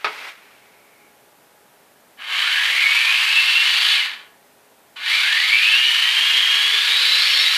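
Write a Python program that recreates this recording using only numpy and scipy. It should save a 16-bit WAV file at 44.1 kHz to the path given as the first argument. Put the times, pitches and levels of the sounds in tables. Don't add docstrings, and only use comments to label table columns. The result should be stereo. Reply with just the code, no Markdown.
import sys
import numpy as np
from scipy import signal
from scipy.fft import rfft, irfft, next_fast_len
from scipy.io import wavfile
from scipy.ndimage import uniform_filter1d, minimum_filter1d, map_coordinates

SR = 44100
rng = np.random.default_rng(int(sys.argv[2]) if len(sys.argv) > 2 else 0)


def generate_wav(sig):
    pcm = np.round(np.clip(np.atleast_2d(sig).T, -1, 1) * 32767).astype(np.int16)
    wavfile.write(sys.argv[1], SR, pcm)


N = 333837

# time_s, tooth_rate_hz, whine_db, flutter_ratio
MOTOR_A = [(2.2, 1000, -36, .02), (2.4, 1150, -33, .025), (2.55, 1700, -33, .04), (2.68, 2020, -33, .04),
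           (2.9, 2500, -30, .03), (3.2, 2760, -32, .025), (3.5, 2930, -30, .008), (3.76, 2960, -32, .012),
           (3.86, 3150, -31, .03), (3.925, 3600, -26, .015), (4.02, 2850, -30, .02), (4.3, 800, -35, .02),
           (5.05, 1050, -38, .025), (5.22, 1500, -30, .04), (5.32, 1760, -24.5, .035),
           (5.42, 1960, -27, .04), (5.52, 2260, -23, .018), (5.61, 2410, -23, .01),
           (5.8, 2860, -24.5, .013), (5.97, 2990, -26, .016), (6.25, 3230, -26.5, .012),
           (6.61, 3260, -26.5, .013), (6.8, 3520, -29, .02), (7.02, 4040, -28.5, .007),
           (7.12, 4200, -32, .014), (7.22, 4345, -31, .007), (7.39, 4285, -29.5, .005),
           (7.57, 4480, -33.5, .007)]
MOTOR_B = [(2.2, 900, -36, .02), (2.47, 1400, -35, .03), (2.56, 1660, -24, .025), (2.73, 1950, -30, .04),
           (2.81, 2150, -20.5, .01), (3.0, 2350, -23.5, .016), (3.12, 2500, -21.5, .014),
           (3.27, 2590, -27, .016), (3.33, 2635, -21.5, .005), (3.66, 2765, -21.5, .007),
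           (3.8, 2800, -29, .02), (3.92, 3050, -27, .025), (4.0, 2180, -23, .02), (4.3, 800, -34, .02),
           (5.02, 1500, -28, .025), (5.15, 2380, -20.5, .035), (5.28, 2080, -30, .04),
           (5.5, 2300, -30, .04), (5.69, 2950, -24, .025), (5.77, 3140, -27, .02), (5.9, 2950, -28, .03),
           (6.08, 2790, -35, .015), (6.24, 2830, -27.5, .005), (6.66, 2920, -28, .008),
           (6.88, 3600, -33, .03), (6.98, 3870, -23.5, .016), (7.225, 4050, -24, .012),
           (7.232, 2200, -25, .05), (7.28, 2330, -24.5, .05), (7.315, 3130, -26.5, .03),
           (7.42, 3830, -22.5, .014), (7.57, 4050, -30, .02)]
# freq_hz, gain_db
GEARBOX = [(200, -51), (290, -23), (360, -3), (520, 4), (700, -19), (1200, -11), (1700, -1), (4000, 3),
           (4500, -2), (5050, 9), (5400, 8), (5900, 7), (6500, 6), (8000, -30)]
# freq_hz, left_minus_right_db
TANK_BALANCE = [(400, 0.5), (950, -1.5), (1500, -6.5), (3500, -9), (5000, -3), (7500, 0), (10000, 6),
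                (14000, -0.5)]

def tank():
    whine_a, turns_a, speed_a_oct = whine(MOTOR_A, sideband_db=-9)
    whine_b, turns_b, speed_b_oct = whine(MOTOR_B, sideband_db=-18.5)
    envelope_db, rattle_db, boom_db = drive()
    running = amp(envelope_db)
    pinions = running * (whine_a + amp(-3) * whine_b)
    gears = filtered(pinions, lambda hz: amp(along(GEARBOX, hz)) * panels(hz, panel_db=-7))
    sound = in_room(gears, wet_db=-4)
    clatter = rattle([turns_a, turns_b], np.maximum(speed_a_oct, speed_b_oct), envelope_db, boom_db)
    sound += running * amp(rattle_db) * beamed(clatter)
    sides, left_lead_s = np.array([[.5], [-.5]]), 1.65 / SR
    return filtered(sound, lambda hz: amp(sides * along(TANK_BALANCE, hz))
                    * np.exp(2j * np.pi * hz * sides * left_lead_s))


TEETH, CRUISE_HZ = 8, 2745
WHEEL_PER_TURN, LINKS_PER_TURN = .36, .066
# shaft_order, level_db
ORDERS = [(1, -21), (3, -15), (4, -11), (5, -4.5), (7, -11), (8, 3.5), (9, -13), (10, -7.5), (13, -19),
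          (16, -17)]

def whine(motor, sideband_db):
    tooth_hz, whine_db, flutter = curves(motor)
    speed_oct = np.log2(tooth_hz / CRUISE_HZ)
    flutter = flutter * amp(-.4 * drag_db())
    turns = np.cumsum(tooth_hz / TEETH * (1 + flutter * wobble(150))) / SR
    mesh_turns = turns + .45 * flutter * wobble(450)
    sidebands = amp(sideband_db + 13 * np.maximum(speed_oct, 0) + 14.5 * np.minimum(speed_oct, 0))
    tone = np.zeros(N)
    for order, level_db in ORDERS:
        gain = 1 if order == TEETH else sidebands * unit(amp(3.5 * wobble(30)))
        tone += amp(level_db) * gain * np.sin(2 * np.pi * (order * mesh_turns + rng.random()))
    growl_db = 4 * np.sin(2 * np.pi * WHEEL_PER_TURN * turns + wobble(60))
    flicker_db = 3.5 * np.tanh(wobble(55)) + 2 * wobble(300) + 1.6 * np.tanh(wobble(14))
    surges = unit(amp(growl_db + flicker_db))
    return np.sqrt(2) * amp(whine_db + drag_db()) * surges * tone, turns, speed_oct


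# freq_hz, gain_db
HULL = [(240, -75.5), (400, -48), (612, -22.5), (935, -12), (1540, -9.5), (1640, -3.5), (1970, -1.5),
        (2150, 0.5), (2960, 0.5), (4010, -5.5), (5680, -20.5), (9660, -26.5), (13900, -30.5),
        (15000, -47.5)]
# freq_hz, width_hz, gain_db
CASE_MODES = [(1295, 4.2, -2), (1580, 15, 3), (1815, 19, -2.5), (2480, 23, -29), (2986, 103, 1)]
# freq_hz, coherence
TANK_COHERENCE = [(400, 0.62), (1000, 0.87), (3500, 0.28), (8000, 0.06), (13000, 0.041)]

def rattle(shafts, speed_oct, envelope_db, boom_db):
    blows = spread(chatter(shafts), TANK_COHERENCE)
    hull = filtered(blows, lambda hz: struck_body(HULL, hz) * panels(hz, panel_db=.5))
    hull = in_room(hull, wet_db=-2)
    hull /= np.sqrt(running_power(hull) + 1e-12)
    boom = filtered(hull, lambda hz: 1 / (1 + (hz / 1600) ** 8))
    treble = filtered(hull, lambda hz: 1 / (1 + (3600 / (hz + 1)) ** 8))
    middle = hull - boom - treble
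    case = filtered(blows, lambda hz: resonances(CASE_MODES, hz) / (1 + (900 / (hz + 1)) ** 4))
    low_db = boom_db + 1.5 * speed_oct - .47 * envelope_db - .99 * drag_db()
    treble_db = -7.5 + 4 * speed_oct - .32 * drag_db()
    case_db = -18.5 - 4.5 * speed_oct
    return (amp(-3) * middle + amp(low_db) * unit(boom)
            + amp(treble_db) * unit(treble) + amp(case_db) * unit(case))


def chatter(shafts):
    blows, throb_db = np.zeros((2, N)), np.zeros(N)
    for turns in shafts:
        for side in range(2):
            teeth = impacts(turns * 2.7 + .3 * wobble(900))
            slaps = impacts(turns * WHEEL_PER_TURN + .15 * wobble(150))
            clicks = impacts(turns * LINKS_PER_TURN + .3 * wobble(20))
            rub = rng.standard_normal(N)
            blows[side] += teeth + amp(-3) * slaps + amp(-10) * clicks + rub
        throb_db += .9 * np.sin(2 * np.pi * .158 * turns + 2.7 * wobble(12))
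        throb_db += .7 * np.sin(2 * np.pi * LINKS_PER_TURN * turns + wobble(8))
    return blows * amp(throb_db + .61 * wobble(70) + .31 * wobble(17))


def impacts(turns, scatter_db=2.8):
    hit = np.diff(np.floor(turns), prepend=0) > 0
    return unit(hit * amp(scatter_db * rng.standard_normal(N)))


# freq_hz, width_hz, gain_db
PANEL_MODES = [(1125, 25, -2), (1279, 12, 2), (1405, 16, -2), (1470, 25, -3), (1666, 20, 4), (1803, 24, 2),
               (2150, 50, -4.5), (2287, 30, -7), (2348, 27, -7), (2407, 30, -8), (2890, 80, -9),
               (3403, 22, -7), (4021, 40, -8), (4520, 190, -2)]

def panels(hz, panel_db):
    return 1 + amp(panel_db) * resonances(PANEL_MODES, hz)


CREEP_DB, COAST_DB, COAST_S = -18, -37, .36
# on_s, off_s, catch_s, bite_s, rattle_db, relative_boom_db
RUNS = [(2.17, 3.926, 0.056, 0.19, -16, -16), (4.957, 7.575, 0.0091, 0.13, -16.5, -17.5)]

def drive():
    envelope_db, rattle_db, boom_db = np.full(N, -120.), np.zeros(N), np.zeros(N)
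    for on_s, off_s, catch_s, bite_s, run_rattle_db, run_boom_db in RUNS:
        t = since(on_s)
        catch_db = 20 * np.log10(np.clip(t / catch_s, 1e-6, 1))
        bite_db = CREEP_DB * (1 - np.minimum(t / bite_s, 1) ** 1.46)
        coast_db = COAST_DB * np.minimum(since(off_s) / COAST_S, 2) ** 1.58
        live = t > 0
        envelope_db[live] = (catch_db + bite_db + coast_db)[live]
        rattle_db[live], boom_db[live] = run_rattle_db, run_boom_db
    return envelope_db, rattle_db, boom_db


# centre_s, half_length_s, whine_gain_db
DRAGS = [(2.821, 0.038, 3), (3.607, 0.22, .5), (5.589, 0.067, 3), (5.844, 0.056, 3)]

def drag_db():
    return sum(gain_db * swell(centre_s, half_s) for centre_s, half_s, gain_db in DRAGS)


# time_s, angle_deg
HEADING = [(2.4, -240), (4.0, 5), (5.2, 5), (6.0, -105), (6.75, -250), (7.57, -440)]

def heading_rad():
    return np.radians(curves(HEADING)[0])


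def beamed(x, centre_hz=4100, half_width_hz=850, depth_db=2.1):
    bright = filtered(x, lambda hz: 1 / (1 + ((hz - centre_hz) / half_width_hz) ** 4))
    return x + (amp(depth_db * np.cos(heading_rad())) - 1) * bright


# start_s, relative_db
CLACKS = [(0.045, -4.5), (0.0489, -10), (0.072, -17)]
# freq_hz, gain_db
CLACK_BODY = [(100, -38), (300, -16), (420, -11), (620, -5.5), (1000, -2), (1300, -2.5), (2000, -2.5),
              (3100, -7.5), (4800, -15.5), (7200, -34.5), (14000, -41)]
# freq_hz, width_hz, gain_db
CLACK_MODES = [(427, 27, 7), (1300, 58, 8), (1490, 34, 1.5), (2200, 62, 2), (2540, 120, 0)]

def clack(snap_t60_s=.0027, tail_t60_s=.15):
    blows, t = np.zeros(N), np.arange(SR // 8) / SR
    decay = amp(-60 * t / snap_t60_s) + amp(-5.5 - 60 * t / tail_t60_s)
    for start_s, relative_db in CLACKS:
        blows[round(start_s * SR):][:len(t)] += amp(relative_db) * decay * rng.standard_normal(len(t))
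    knock = filtered(blows, lambda hz: struck_body(CLACK_BODY, hz) * (1 + resonances(CLACK_MODES, hz)))
    return amp(-42.5) * in_room(unit(knock), wet_db=-8)


# freq_hz, density_db
TWITCH_SPECTRUM = [(100, -47), (400, -15), (770, -7.5), (1330, -2.5), (1800, -2), (2200, 1.5), (3000, -4.5),
                   (5000, -12.5), (7000, -21), (14000, -26.5)]

def motor_twitch(start_s=.078, end_s=.29, peak_db=-33.25):
    lead_db = -7.5 * (1 - after(start_s))
    rise_db = -11 * np.maximum(end_s - since(0), 0)
    release_db = np.maximum(-246 * since(end_s), -12.5 - 27 * since(end_s))
    level_db = peak_db + lead_db + rise_db + release_db + .73 * wobble(122)
    return amp(level_db) * noise(TWITCH_SPECTRUM, TANK_COHERENCE)


# freq_hz, density_db
RING_SPECTRUM = [(1000, -77), (1900, -24), (2256, -7), (2650, -24), (5000, -72)]

def faint_ring(start_s=.05, end_s=1.06):
    level_db = -67 + 9 * since(start_s) - 154 * since(end_s)
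    return amp(level_db) * after(start_s) * noise(RING_SPECTRUM, TANK_COHERENCE)


# centre_s, half_length_s, level_db
BUMPS = [(2.375, 0.11, -53), (2.728, 0.052, -49.5), (2.81, 0.13, -57)]
# freq_hz, density_db
BUMP_SPECTRUM = [(120, -60), (240, -25), (420, -4), (600, -3), (900, -47)]

def bumps():
    envelope = sum(amp(level_db) * swell(centre_s, half_s) for centre_s, half_s, level_db in BUMPS)
    return envelope * noise(BUMP_SPECTRUM, TANK_COHERENCE)


# pitch_hz, level_db
FAN_LINES = [(317.6, -87), (414.5, -66.5), (834.4, -65.5), (952.8, -71)]
# freq_hz, density_db
AIR_SPECTRUM = [(15, -61.5), (25, -29.5), (237, -10), (344, -11), (415, -9), (637, -7), (709, -7),
                (811, -8.5), (1090, -12.5), (1240, -13), (1500, -12), (5720, -22.5), (13800, -20.5),
                (15000, -23.5)]
# freq_hz, coherence
AIR_COHERENCE = [(60, 0.027), (240, 0.45), (950, 0), (3770, -0.0), (15000, 0.01)]

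def ventilation():
    hum = np.zeros(N)
    for pitch_hz, level_db in FAN_LINES:
        gain = amp(level_db + 2.2 * wobble(4.4))
        hum += gain * np.sin(2 * np.pi * pitch_hz * since(0) + .49 * wobble(18))
    return amp(-51) * noise(AIR_SPECTRUM, AIR_COHERENCE) + hum


# freq_hz, t60_s
ROOM_DECAY = [(200, 0.77), (2000, 0.36), (10000, 0.46)]

def in_room(x, wet_db):
    echo = 0
    for share in (np.cos(heading_rad()), np.sin(heading_rad())):
        hz, t, bands = signal.stft(rng.standard_normal((2, SR // 2)), SR, nperseg=256)
        decay = amp(-60 * t / along(ROOM_DECAY, hz)[:, None])
        tail = signal.istft(bands * decay, SR, nperseg=256)[1]
        tail = np.pad(tail / np.linalg.norm(tail[0]), ((0, 0), (128, 0)))
        echo = echo + signal.fftconvolve(np.atleast_2d(share * x), tail, axes=1)[:, :N]
    return (x + amp(wet_db) * echo) / np.sqrt(1 + amp(2 * wet_db))


def struck_body(spectrum, hz):
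    cepstrum = irfft(np.log(amp(along(spectrum, hz)) + 1e-6))
    cepstrum[1:len(cepstrum) // 2] *= 2
    cepstrum[len(cepstrum) // 2 + 1:] = 0
    return np.exp(rfft(cepstrum))


def resonances(modes, hz):
    return sum(amp(gain_db) * 1j * hz * width_hz / (mode_hz ** 2 - hz ** 2 + 1j * hz * width_hz)
               for mode_hz, width_hz, gain_db in modes)


def noise(spectrum, coherence):
    pair = filtered(rng.standard_normal((2, N)), lambda hz: amp(along(spectrum, hz)))
    return unit(spread(pair, coherence))


def spread(pair, coherence):
    angle = lambda hz: np.arccos(np.clip(along(coherence, hz), -1, 1)) / 2
    mid, side = filtered(pair, lambda hz: np.array([np.cos(angle(hz)), np.sin(angle(hz))]))
    return np.array([mid + side, mid - side])


def filtered(x, response):
    size = next_fast_len(N + SR // 2)
    return irfft(rfft(x, size) * response(np.fft.rfftfreq(size, 1 / SR)), size)[..., :N]


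def along(points, hz):
    freq_hz, values = np.transpose(points)
    return np.interp(np.log(hz + 1), np.log(freq_hz + 1), values)


def curves(rows):
    time_s, *columns = np.transpose(rows)
    return [np.interp(since(0), time_s, column) for column in columns]


def wobble(rate_hz):
    knots = rng.standard_normal(int(N * rate_hz / SR) + 4)
    return map_coordinates(knots, [np.arange(N) * rate_hz / SR])


def since(start_s):
    return np.maximum(np.arange(N) / SR - start_s, 0)


def after(start_s):
    return uniform_filter1d(1. * (since(start_s) > 0), size=200)


def swell(centre_s, half_s):
    return np.exp(-((since(0) - centre_s) / half_s) ** 2)


def running_power(x):
    return np.abs(uniform_filter1d(np.mean(x ** 2, 0), size=6000))


def amp(db):
    return 10 ** (np.asarray(db) / 20)


def unit(x):
    return x / np.sqrt(np.mean(x ** 2) + 1e-20)


def scene():
    pan_right = amp([[-2.2], [2.2]])
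    sound = tank() + pan_right * (clack() + motor_twitch() + faint_ring()) + bumps()
    air = ventilation()
    loudness = np.sqrt(running_power(sound))
    duck = 1 / (1 + (amp(-21.5) / (loudness + 1e-9)) ** 3)
    bass = filtered(air, lambda hz: 1 / (1 + (hz / 650) ** 8))
    return sound + air - duck * bass


TOP_HZ = 14750

def record(dry):
    needed = 1 / np.maximum(np.abs(dry).max(0), 1)
    gain = uniform_filter1d(minimum_filter1d(needed, size=129), size=129)
    return filtered(dry * gain, lambda hz: hz < TOP_HZ)


dry = scene()
out = record(dry)
generate_wav(out)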